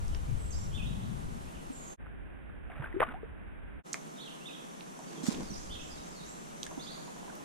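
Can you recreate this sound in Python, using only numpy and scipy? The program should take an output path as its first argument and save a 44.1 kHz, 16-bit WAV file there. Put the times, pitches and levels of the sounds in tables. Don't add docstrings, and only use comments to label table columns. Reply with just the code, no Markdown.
import sys
import numpy as np
from scipy import signal
from scipy.fft import rfft, irfft, next_fast_len
from scipy.io import wavfile

SR = 44100
rng = np.random.default_rng(int(sys.argv[2]) if len(sys.argv) > 2 else 0)


def store_pcm(level_fs):
    pcm = np.round(np.clip(level_fs, -1, 1) * 32767).astype(np.int16)
    wavfile.write(sys.argv[1], SR, np.atleast_2d(pcm).T)


N = 328104
PADDED = next_fast_len(N, real=True)
TIME, FREQS = np.arange(N) / SR, np.fft.rfftfreq(PADDED, 1 / SR)


# (time [s], peak [dB], pitch [Hz])
FISH_SLAPS = [(3.005, -16.5, 1820), (3.019, -14, 830), (3.0277, -14.5, 1120)]
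# (time [s], peak [dB], pitch [Hz], ring [cycles], pan [dB]); pan is left minus right
TRAPPED_BUBBLES = [(2.067, -40, 1330, 12, 0), (2.498, -42.5, 1420, 13, -1.5), (2.701, -39.5, 680, 14, 2),
                   (2.795, -32.5, 121, 9.3, -6.5), (2.821, -39, 940, 14, -2), (2.8415, -33, 1484, 75, 0),
                   (2.86, -37, 1650, 33, 4), (2.927, -40, 1910, 44, 4), (2.941, -32.5, 319, 42, 5.5),
                   (2.963, -28, 338.3, 37, 9), (3.003, -19, 489, 14.4, 8), (3.0235, -23.5, 614, 31, 0),
                   (3.029, -16.5, 1100, 33, -1), (3.079, -41, 215, 34, 0.5), (3.0885, -34, 1420, 50, -1),
                   (3.142, -38.5, 698, 89, -3.5), (3.231, -35.5, 416, 24, 7)]
# (time [s], length [s], level [dB], pan [dB])
SPLASHES = [(2.055, .015, -59, 0), (2.695, 0.044, -49.5, -0.5), (2.75, .06, -50.5, 0),
            (2.818, 0.045, -45.5, 2), (2.87, 0.15, -55, -2), (2.998, 0.011, -30.5, -4.5),
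            (3.017, 0.014, -31.5, 3), (3.06, .065, -46.5, 1), (3.13, 0.035, -52, -2), (3.2, 0.61, -65, 2.5)]
# (frequency [Hz], gain [dB])
DROP_COLOUR = [(100, 1.5), (300, -2), (700, -4), (1400, 1.5), (2200, -4), (3200, -14), (4000, -19)]

def fish_release(drops_per_s=1800, drop_pitches=30, drop_cycles=9, bubble_rise_per_s=8.5):
    out, patter = np.zeros((2, 2, N))
    slaps = [(s, db, hz, 0.0068, 0.12, 0.23, 1) for s, db, hz in FISH_SLAPS]
    bubbles = [(s, db, hz, cycles / hz, bubble_rise_per_s * cycles / hz, 0.51, pan_db)
               for s, db, hz, cycles, pan_db in TRAPPED_BUBBLES]
    for s, db, hz, t60, rise, swell_cycles, pan_db in slaps + bubbles:
        lead_rad = 0.7 + 0.11 * pan_db
        add(out, s, amp(db) * ping(hz, t60, rise, lead_rad, swell_cycles) * pan(pan_db))
    for hz in np.geomspace(280, 3700, drop_pitches):
        lands = rng.random(N) < drops_per_s / drop_pitches / SR
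        sizes = amp(0.5 * np.minimum(rng.exponential(1, N), 3))
        drop = ping(hz, drop_cycles / hz, rise=0.2, lead_rad=rng.normal(0.36, 1.0), swell_cycles=0.2)
        patter += signal.oaconvolve((lands * sizes)[None], drop[:, :SR // 20] * hz, axes=1)[:, :N]
    out += unit(colour(patter, DROP_COLOUR)) * swells(SPLASHES, attack_s=0.0035, release_s=0.011)
    return out + amp(-18) * echoes(out, t60=0.17, gap_s=0.0052, build_s=0.0041)


def slow_motion_tone(x, edge_hz=3900, rate_hz=12000):
    mirrored = low_pass(x, edge_hz) * (1 + 2 * amp(1.5) * np.cos(2 * np.pi * rate_hz * TIME))
    return irfft(rfft(mirrored, PADDED) * np.sinc(FREQS / rate_hz) ** 2, PADDED)[:, :N]


# (time [s], level [dB], pitch [Hz], mode spread [octaves], pan [dB])
TACKLE_CLICKS = [(.0812, -40, 6900, 0.28, -9), (0.148, -28, 3750, 0.44, -3),
                 (3.9309, -15, 6330, .14, -10.5), (3.932, -39, 11500, .24, 2), (3.934, -23, 6300, 0.29, -7),
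                 (3.9428, -25, 1750, 0.26, -4), (3.9422, -27.5, 5250, .55, 6), (4.808, -39, 3300, .35, -10),
                 (4.991, -39, 6930, 0.18, -17), (5.3325, -38, 5030, 0.4, -4), (5.345, -31, 3320, 0.18, -1),
                 (6.631, -18, 4700, 0.37, -2), (6.6395, -32, 5000, 0.77, -2), (6.6525, -35, 6600, 0.33, 3),
                 (6.665, -30.5, 1800, 0.13, -2), (6.6662, -30.5, 5500, 0.54, -1),
                 (7.2995, -37.5, 1460, 0.072, -10), (7.354, -37, 9100, 0.65, -6)]
# (time [s], level [dB], pan [dB])
ROD_KNOCKS = [(3.944, -42, -4), (4.9905, -38.5, -5), (5.405, -42.5, 8), (6.7125, -41.5, -7),
              (6.775, -43, -3)]

def tackle(modes=24, knock_hz=819, reel_from_s=6.975):
    gaps_s = np.maximum(0.105 * 0.79 ** np.arange(8), 0.04)
    reel = [(reel_from_s + s, -46.5 - 3 * s, -11.5) for s in np.cumsum(gaps_s) - gaps_s]
    clicks = [(s, db, hz, 0.0082 * 5070 / hz, octaves, pan_db)
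              for s, db, hz, octaves, pan_db in TACKLE_CLICKS]
    knocks = [(s, db, knock_hz, 0.12, 0.224, pan_db) for s, db, pan_db in ROD_KNOCKS + reel]
    out, t = np.zeros((2, N)), np.arange(SR // 8) / SR
    for s, db, hz, t60, octaves, pan_db in clicks + knocks:
        scatter, port_offset, start_phase = rng.standard_normal((3, modes, 1))
        spread = np.sqrt(3) * np.linspace(-1, 1, modes)[:, None] + 0.36 * scatter
        mode_hz = np.minimum(hz * 2 ** (octaves * spread), SR / 3)
        phase = 2 * np.pi * (mode_hz * t + start_phase)
        ring = np.array([np.sin(phase + 0.65 * port_offset).sum(0), np.sin(phase).sum(0)])
        ring *= amp(-60 * t / t60) * (1 - np.exp(-t / 0.0001))
        add(out, s, amp(db) * ring / (1.35 * np.sqrt(modes)) * pan(pan_db))
    return out + amp(-11) * echoes(out, t60=0.12, gap_s=0.0066, build_s=0.0011)


# (time [s], buzz rate [Hz])
LINE_RATE = [(5.2, 927), (5.275, 1153), (5.335, 1270), (5.46, 1136)]
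# (time [s], length [s], level [dB], pan [dB])
LINE_SPURTS = [(5.225, 0.042, -47.5, 1), (5.258, 0.028, -42, -1), (5.316, 0.01, -45.5, -10)]
ROD_SWINGS = [(5.09, .14, -51, -2), (5.26, 0.16, -46, -3.5)]
# (frequency [Hz], gain [dB])
LINE_COLOUR = [(2500, -28), (3600, -1.5), (4600, -1), (6000, 1), (7400, 4.5), (9000, -8), (11500, -15),
               (14500, -16)]
ROD_COLOUR = [(150, -15), (330, 10), (480, 5), (700, -6.5), (1000, -2.5), (1400, -14), (2500, -12),
              (6000, -52)]

def cast(roughness=0.81, jitter=0.01234):
    turns = np.cumsum(curve(LINE_RATE) * (1 + jitter * drift(215))) / SR
    buzz = unit(sum(np.cos(2 * np.pi * k * turns + k * k) for k in range(3, 13)))
    line = unit(colour(buzz, LINE_COLOUR)) + roughness * noise(LINE_COLOUR)
    whoosh = noise(ROD_COLOUR) * swells(ROD_SWINGS, attack_s=0.014, release_s=0.018)
    return unit(line) * swells(LINE_SPURTS, attack_s=0.0072, release_s=0.009) + whoosh


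# (time [s], peak [dB], pitch [Hz], t60 [s], pan [dB])
HULL_BUMPS = [(1.696, -32.5, 262, 0.058, 2), (3.941, -40, 410, 0.024, -4), (5.234, -33.5, 260, 0.027, -16),
              (5.283, -21, 219, 0.018, -14.5), (6.774, -31.5, 278, 0.027, -5)]

def hull():
    out = np.zeros((2, N))
    for s, db, hz, t60, pan_db in HULL_BUMPS:
        add(out, s, amp(db) * ping(hz, t60, rise=0, lead_rad=2.5, swell_cycles=2.3) * pan(pan_db))
    return out


# (time [s], length [s], first [Hz], middle [Hz], last [Hz], source level [dB])
BANK_CHIRPS = [(0.108, 0.034, 3310, 3000, 2900, -62), (0.274, 0.024, 2400, 2360, 2270, -61),
               (0.504, 0.029, 6570, 6040, 4530, -49.5), (0.525, 0.031, 4330, 5050, 5800, -52),
               (.555, 0.049, 5650, 5780, 5700, -56), (0.707, 0.03, 2960, 3200, 3300, -56),
               (0.73, 0.056, 2776, 3567, 2640, -48), (0.775, 0.058, 2850, 2523, 2900, -50.5),
               (0.845, 0.036, 2680, 3410, 3900, -51), (1.002, 0.046, 2810, 3430, 4280, -58),
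               (1.455, 0.052, 2427, 2620, 3100, -64), (1.528, 0.052, 3140, 2890, 2450, -63),
               (4.159, 0.035, 3470, 3700, 3050, -57), (4.184, 0.039, 2960, 3710, 4520, -50),
               (4.21, 0.079, 3405, 3350, 2570, -51.5), (4.288, .03, 2880, 3000, 2450, -57),
               (4.405, 0.054, 2570, 2840, 3200, -57), (4.453, 0.033, 3020, 3800, 3240, -47),
               (4.482, 0.019, 2850, 2625, 2510, -51), (4.506, 0.051, 2570, 3210, 3400, -52),
               (5.06, .05, 4700, 4500, 4400, -61), (5.158, 0.032, 3600, 3350, 3100, -56),
               (5.5, 0.021, 6200, 5900, 5670, -47.5), (5.531, 0.033, 4640, 5170, 5200, -51),
               (5.695, .066, 2770, 3560, 2500, -46.5), (5.789, .05, 2645, 2740, 3670, -53),
               (6.79, 0.054, 3230, 4080, 5270, -50.5), (6.862, 0.076, 3130, 4140, 4750, -49)]
# (time [s], length [s], first [Hz], last [Hz], source level [dB])
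BANK_WHISTLES = [(0.373, 0.28, 7980, 7240, -57.5), (1.713, 0.21, 7680, 7280, -57.5),
                 (1.722, .22, 7120, 6380, -58), (6.556, .6, 6020, 7000, -62)]
# (time [s], base level [dB])
FAR_FIGURES = [(5.419, -55.5), (5.652, -54.5), (5.88, -56), (6.104, -54.5)]

def birds():
    chirps = [(s, arch(length, *hz), db) for s, length, *hz, db in BANK_CHIRPS]
    slides = [(s, last + (first - last) * np.linspace(1, 0, round(length * SR)) ** 1.3, db)
              for s, length, first, last, db in BANK_WHISTLES]
    slurs = [(s, arch(0.097, 5100, 4490, 3640), db - 3.5) for s, db in FAR_FIGURES]
    sweeps = [(s + 0.13, arch(0.058, 5100, 7030, 7660), db + 2.5) for s, db in FAR_FIGURES]
    warble = sing(chirps, waver=0.016, flutter_db=2.5)
    whistle = sing(slides, waver=0.011, flutter_db=1.5)
    everyone = warble + whistle + sing(slurs + sweeps, waver=0.0265, flutter_db=4.5)
    direct = amp(-5.5) * warble + amp(-3) * whistle
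    leaves = amp(-10.5) * echoes(warble + whistle, t60=0.063, gap_s=0, build_s=0.00021)
    trunks = amp(-4) * echoes(everyone, t60=0.2, gap_s=0.0023, build_s=0.012)
    wood = amp(-6.5) * echoes(everyone, t60=0.85, gap_s=0.022, build_s=0.018)
    return direct * pan(-6) + (leaves + trunks + wood) * pan(-5.5)


def sing(notes, waver, flutter_db, attack_s=0.0044, release_s=0.0054, left_lead_s=0.00005):
    song, wander, flutter = np.zeros((2, N)), drift(198), drift(150)
    for s, glide, db in notes:
        t = np.arange(len(glide)) / SR
        hz = glide * (1 + waver * np.interp(s + t, TIME, wander))
        phase = 2 * np.pi * (np.cumsum(hz) / SR + np.array([[left_lead_s], [0]]) * hz)
        edges = np.minimum(np.minimum(t / attack_s, (t[-1] - t) / release_s), 1)
        gain = np.sqrt(2) * amp(db + flutter_db * np.interp(s + t, TIME, flutter))
        add(song, s, gain * edges * np.sin(phase))
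    return song


# (time [s], length [s], level [dB], pan [dB])
MIC_GUSTS = [(-.3, 0.83, -36, 6.5), (.55, 0.65, -42.5, 6.5), (5.29, 0.37, -47, -0.5), (6.0, 1.2, -63, -6)]
# (frequency [Hz], gain [dB])
GUST_COLOUR = [(15, 5.5), (30, -5), (52, 5.5), (100, -4), (170, -17), (300, -42), (700, -67), (2000, -116)]

def breeze(lumps_db=2):
    eddies = noise(GUST_COLOUR) * amp(lumps_db * drift(20))
    return eddies * swells(MIC_GUSTS, attack_s=0.071, release_s=0.41)


# (time [s], length [s], level [dB], pan [dB])
MOUNT_RUBS = [(-.1, 1.75, -55, 8.5), (.275, .055, -41, 12), (.59, 0.5, -42.5, 10), (.82, 0.3, -41, 6),
              (1.15, 0.21, -46, 5.5), (5.05, 0.059, -54.5, -13), (5.16, 0.13, -45.5, -2),
              (5.31, 0.13, -42, 4.5), (5.49, 0.029, -44, 0), (5.6, 1.7, -76, -11)]
SLEEVE_SWISHES = [(-.1, 0.22, -65.5, 4), (.5, 0.18, -72, 8), (5.05, 0.58, -58.5, -2), (5.22, 0.084, -46, 0),
                  (5.6, 1.5, -69.5, 15)]
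# (frequency [Hz], gain [dB])
MOUNT_COLOUR = [(40, -62), (75, -20), (110, 3), (150, 1), (210, -2), (290, -14.5), (380, -29), (600, -36),
                (1500, -62), (4000, -61)]
SWISH_COLOUR = [(200, -45), (600, -4.5), (1200, -11), (2200, -15), (4000, -13.5), (6300, -12.5),
                (8500, -17.5), (11000, -24), (15000, -44)]
# (time [s], frequency factor [ratio])
MOUNT_PITCH = [(0, 0.78), (1.0, 0.9), (1.5, 1.3), (5.0, 1.5), (7.44, 1.43)]

def rubbing(grain_db=3, lumps_db=2):
    position = np.cumsum(curve(MOUNT_PITCH)) % (N - 1)
    rumble = np.array([np.interp(position, np.arange(N), port) for port in noise(MOUNT_COLOUR)])
    hiss = noise(SWISH_COLOUR) * amp(grain_db * drift(261.3))
    hiss *= swells(SLEEVE_SWISHES, attack_s=0.025, release_s=0.1)
    rumble *= amp(lumps_db * drift(30)) * swells(MOUNT_RUBS, attack_s=0.0083, release_s=0.046)
    return rumble + hiss


# (frequency [Hz], gain [dB])
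INSECT_COLOUR = [(4500, -30), (5700, -7), (6150, -5.5), (6700, -10.5), (7600, -8.5), (9000, -41)]
# (time [s], level [dB])
INSECT_LEVEL = [(0, -70), (1.9, -71), (3.9, -62.5), (4.6, -64.5), (5.2, -59), (6.5, -62), (7.4, -63)]

def insects(flicker_db=0.9):
    return noise(INSECT_COLOUR) * amp(curve(INSECT_LEVEL) + flicker_db * drift(25)) * pan(-2.9)


# (frequency [Hz], gain [dB])
LAKE_COLOUR = [(30, -12), (90, -29), (120, -13), (150, 5.5), (300, -0.5), (500, -7), (1000, -11),
               (2000, -16), (3500, -18), (5000, -23), (6200, -21.5), (7700, -22), (9000, -21),
               (12000, -28.5), (15000, -39.5)]
SLOWED_COLOUR = [(15, -23), (30, -4), (60, -3.5), (110, -15), (210, -20), (470, -25.5), (700, -26.5),
                 (1000, -30), (1300, -32.5), (1560, -24.5), (1900, -31), (2600, -34), (3200, -41.5),
                 (3900, -48.5)]
# (frequency [Hz], side minus mid [dB])
LAKE_WIDTH = [(100, 1.5), (200, 1), (380, 4.5), (700, 10), (1290, 8), (2380, 1.5), (4400, -4.5),
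              (8120, 0.5)]
SLOWED_WIDTH = [(60, 3), (110, -1.5), (200, 11), (380, 8), (700, -1.5), (1290, 1.5), (4000, 0)]
# (frequency [Hz], pan [dB])
LAKE_BALANCE = [(100, 0), (1290, -0.5), (2380, 1), (4400, -1.5), (8120, -3), (15000, 0.5)]
SLOWED_BALANCE = [(60, -3), (700, 1), (1400, -5.5), (4000, -0.5)]
# (time [s], level [dB])
LAKE_LEVEL = [(0, -52.5), (5.7, -52), (7.4, -51)]

def air(spectrum, width, balance, flicker_db=0.36):
    mid = unit(colour(rng.standard_normal(N), spectrum))
    side = colour(unit(colour(rng.standard_normal(N), spectrum)), width)
    ports = irfft(rfft([mid + side, mid - side], PADDED) * pan(per_bin(balance)), PADDED)[:, :N]
    return ports * amp(flicker_db * drift(34))


def ping(hz, t60, rise, lead_rad, swell_cycles):
    t = np.arange(SR // 5) / SR
    turns = hz * np.cumsum(1 + rise * np.minimum(t / t60, 1)) / SR
    shape = amp(-60 * t / t60) * (1 - np.exp(-(turns / swell_cycles) ** 2))
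    return shape / shape.max() * np.sin(2 * np.pi * turns + np.array([[.5], [-.5]]) * lead_rad)


def arch(length_s, first, middle, last):
    u = np.linspace(0, 1, round(length_s * SR))
    return first + (last - first) * u + (middle - (first + last) / 2) * (1 - (2 * u - 1) ** 2)


def swells(rows, attack_s, release_s):
    power = np.zeros((2, N))
    for s, length, db, pan_db in rows:
        t = np.maximum(TIME - s, 0)
        shape = (1 - np.exp(-(t / attack_s) ** 2)) * np.exp(-np.maximum(t - length, 0) / release_s)
        power += (amp(db) * shape * pan(pan_db)) ** 2
    return np.sqrt(power)


def echoes(x, t60, gap_s, build_s):
    t = np.arange(SR) / SR
    taps = rng.standard_normal((2, SR)) * (rng.random((2, SR)) < 1 / 20)
    tail = taps * (1 - np.exp(-np.maximum(t - gap_s, 0) / build_s)) * amp(-60 * t / t60)
    return signal.oaconvolve(x, tail / np.linalg.norm(tail, axis=1, keepdims=True), axes=1)[:, :N]


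def noise(points):
    return unit(colour(rng.standard_normal((2, N)), points))


def drift(rate_hz):
    spectrum = rfft(rng.standard_normal(PADDED)) * np.exp(-(FREQS / rate_hz) ** 2)
    return unit(irfft(spectrum, PADDED)[:N])


def colour(x, points):
    return irfft(rfft(x, PADDED) * amp(per_bin(points)), PADDED)[..., :N]


def low_pass(x, hz):
    taps = signal.firwin(401, hz, window=("kaiser", 8), fs=SR)
    return signal.oaconvolve(x, taps[None], "same", axes=1)


def per_bin(points):
    hz, value = np.transpose(points)
    return np.interp(np.log(FREQS + 1), np.log(hz + 1), value)


def curve(rows):
    return np.interp(TIME, *np.transpose(rows))


def add(mix, s, sound):
    part = mix[:, max(round(s * SR), 0):][:, :sound.shape[1]]
    part += sound[:, :part.shape[1]]


def pan(db):
    return amp(np.array([[.5], [-.5]]) * db)


def amp(db):
    return 10 ** (np.asarray(db) / 20)


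def unit(x):
    return x / np.sqrt(np.mean(x ** 2) + 1e-20)


def scene(slow_from_s=1.968, slow_to_s=3.832, fade_s=0.034):
    hush = air(LAKE_COLOUR, LAKE_WIDTH, LAKE_BALANCE) * amp(curve(LAKE_LEVEL))
    lake = hush + insects() + birds() + breeze() + rubbing() + cast() + tackle() + hull()
    slowed_hush = air(SLOWED_COLOUR, SLOWED_WIDTH, SLOWED_BALANCE) * amp(-50)
    slowed = slow_motion_tone(slowed_hush + fish_release())
    inside = np.minimum(TIME - slow_from_s, slow_to_s - TIME) / fade_s
    return lake * np.clip(-inside, 0, 1) ** 2 + slowed * np.clip(inside, 0, 1) ** 2


def record(dry):
    return low_pass(dry, hz=15600)


dry = scene()
out = record(dry)
store_pcm(out)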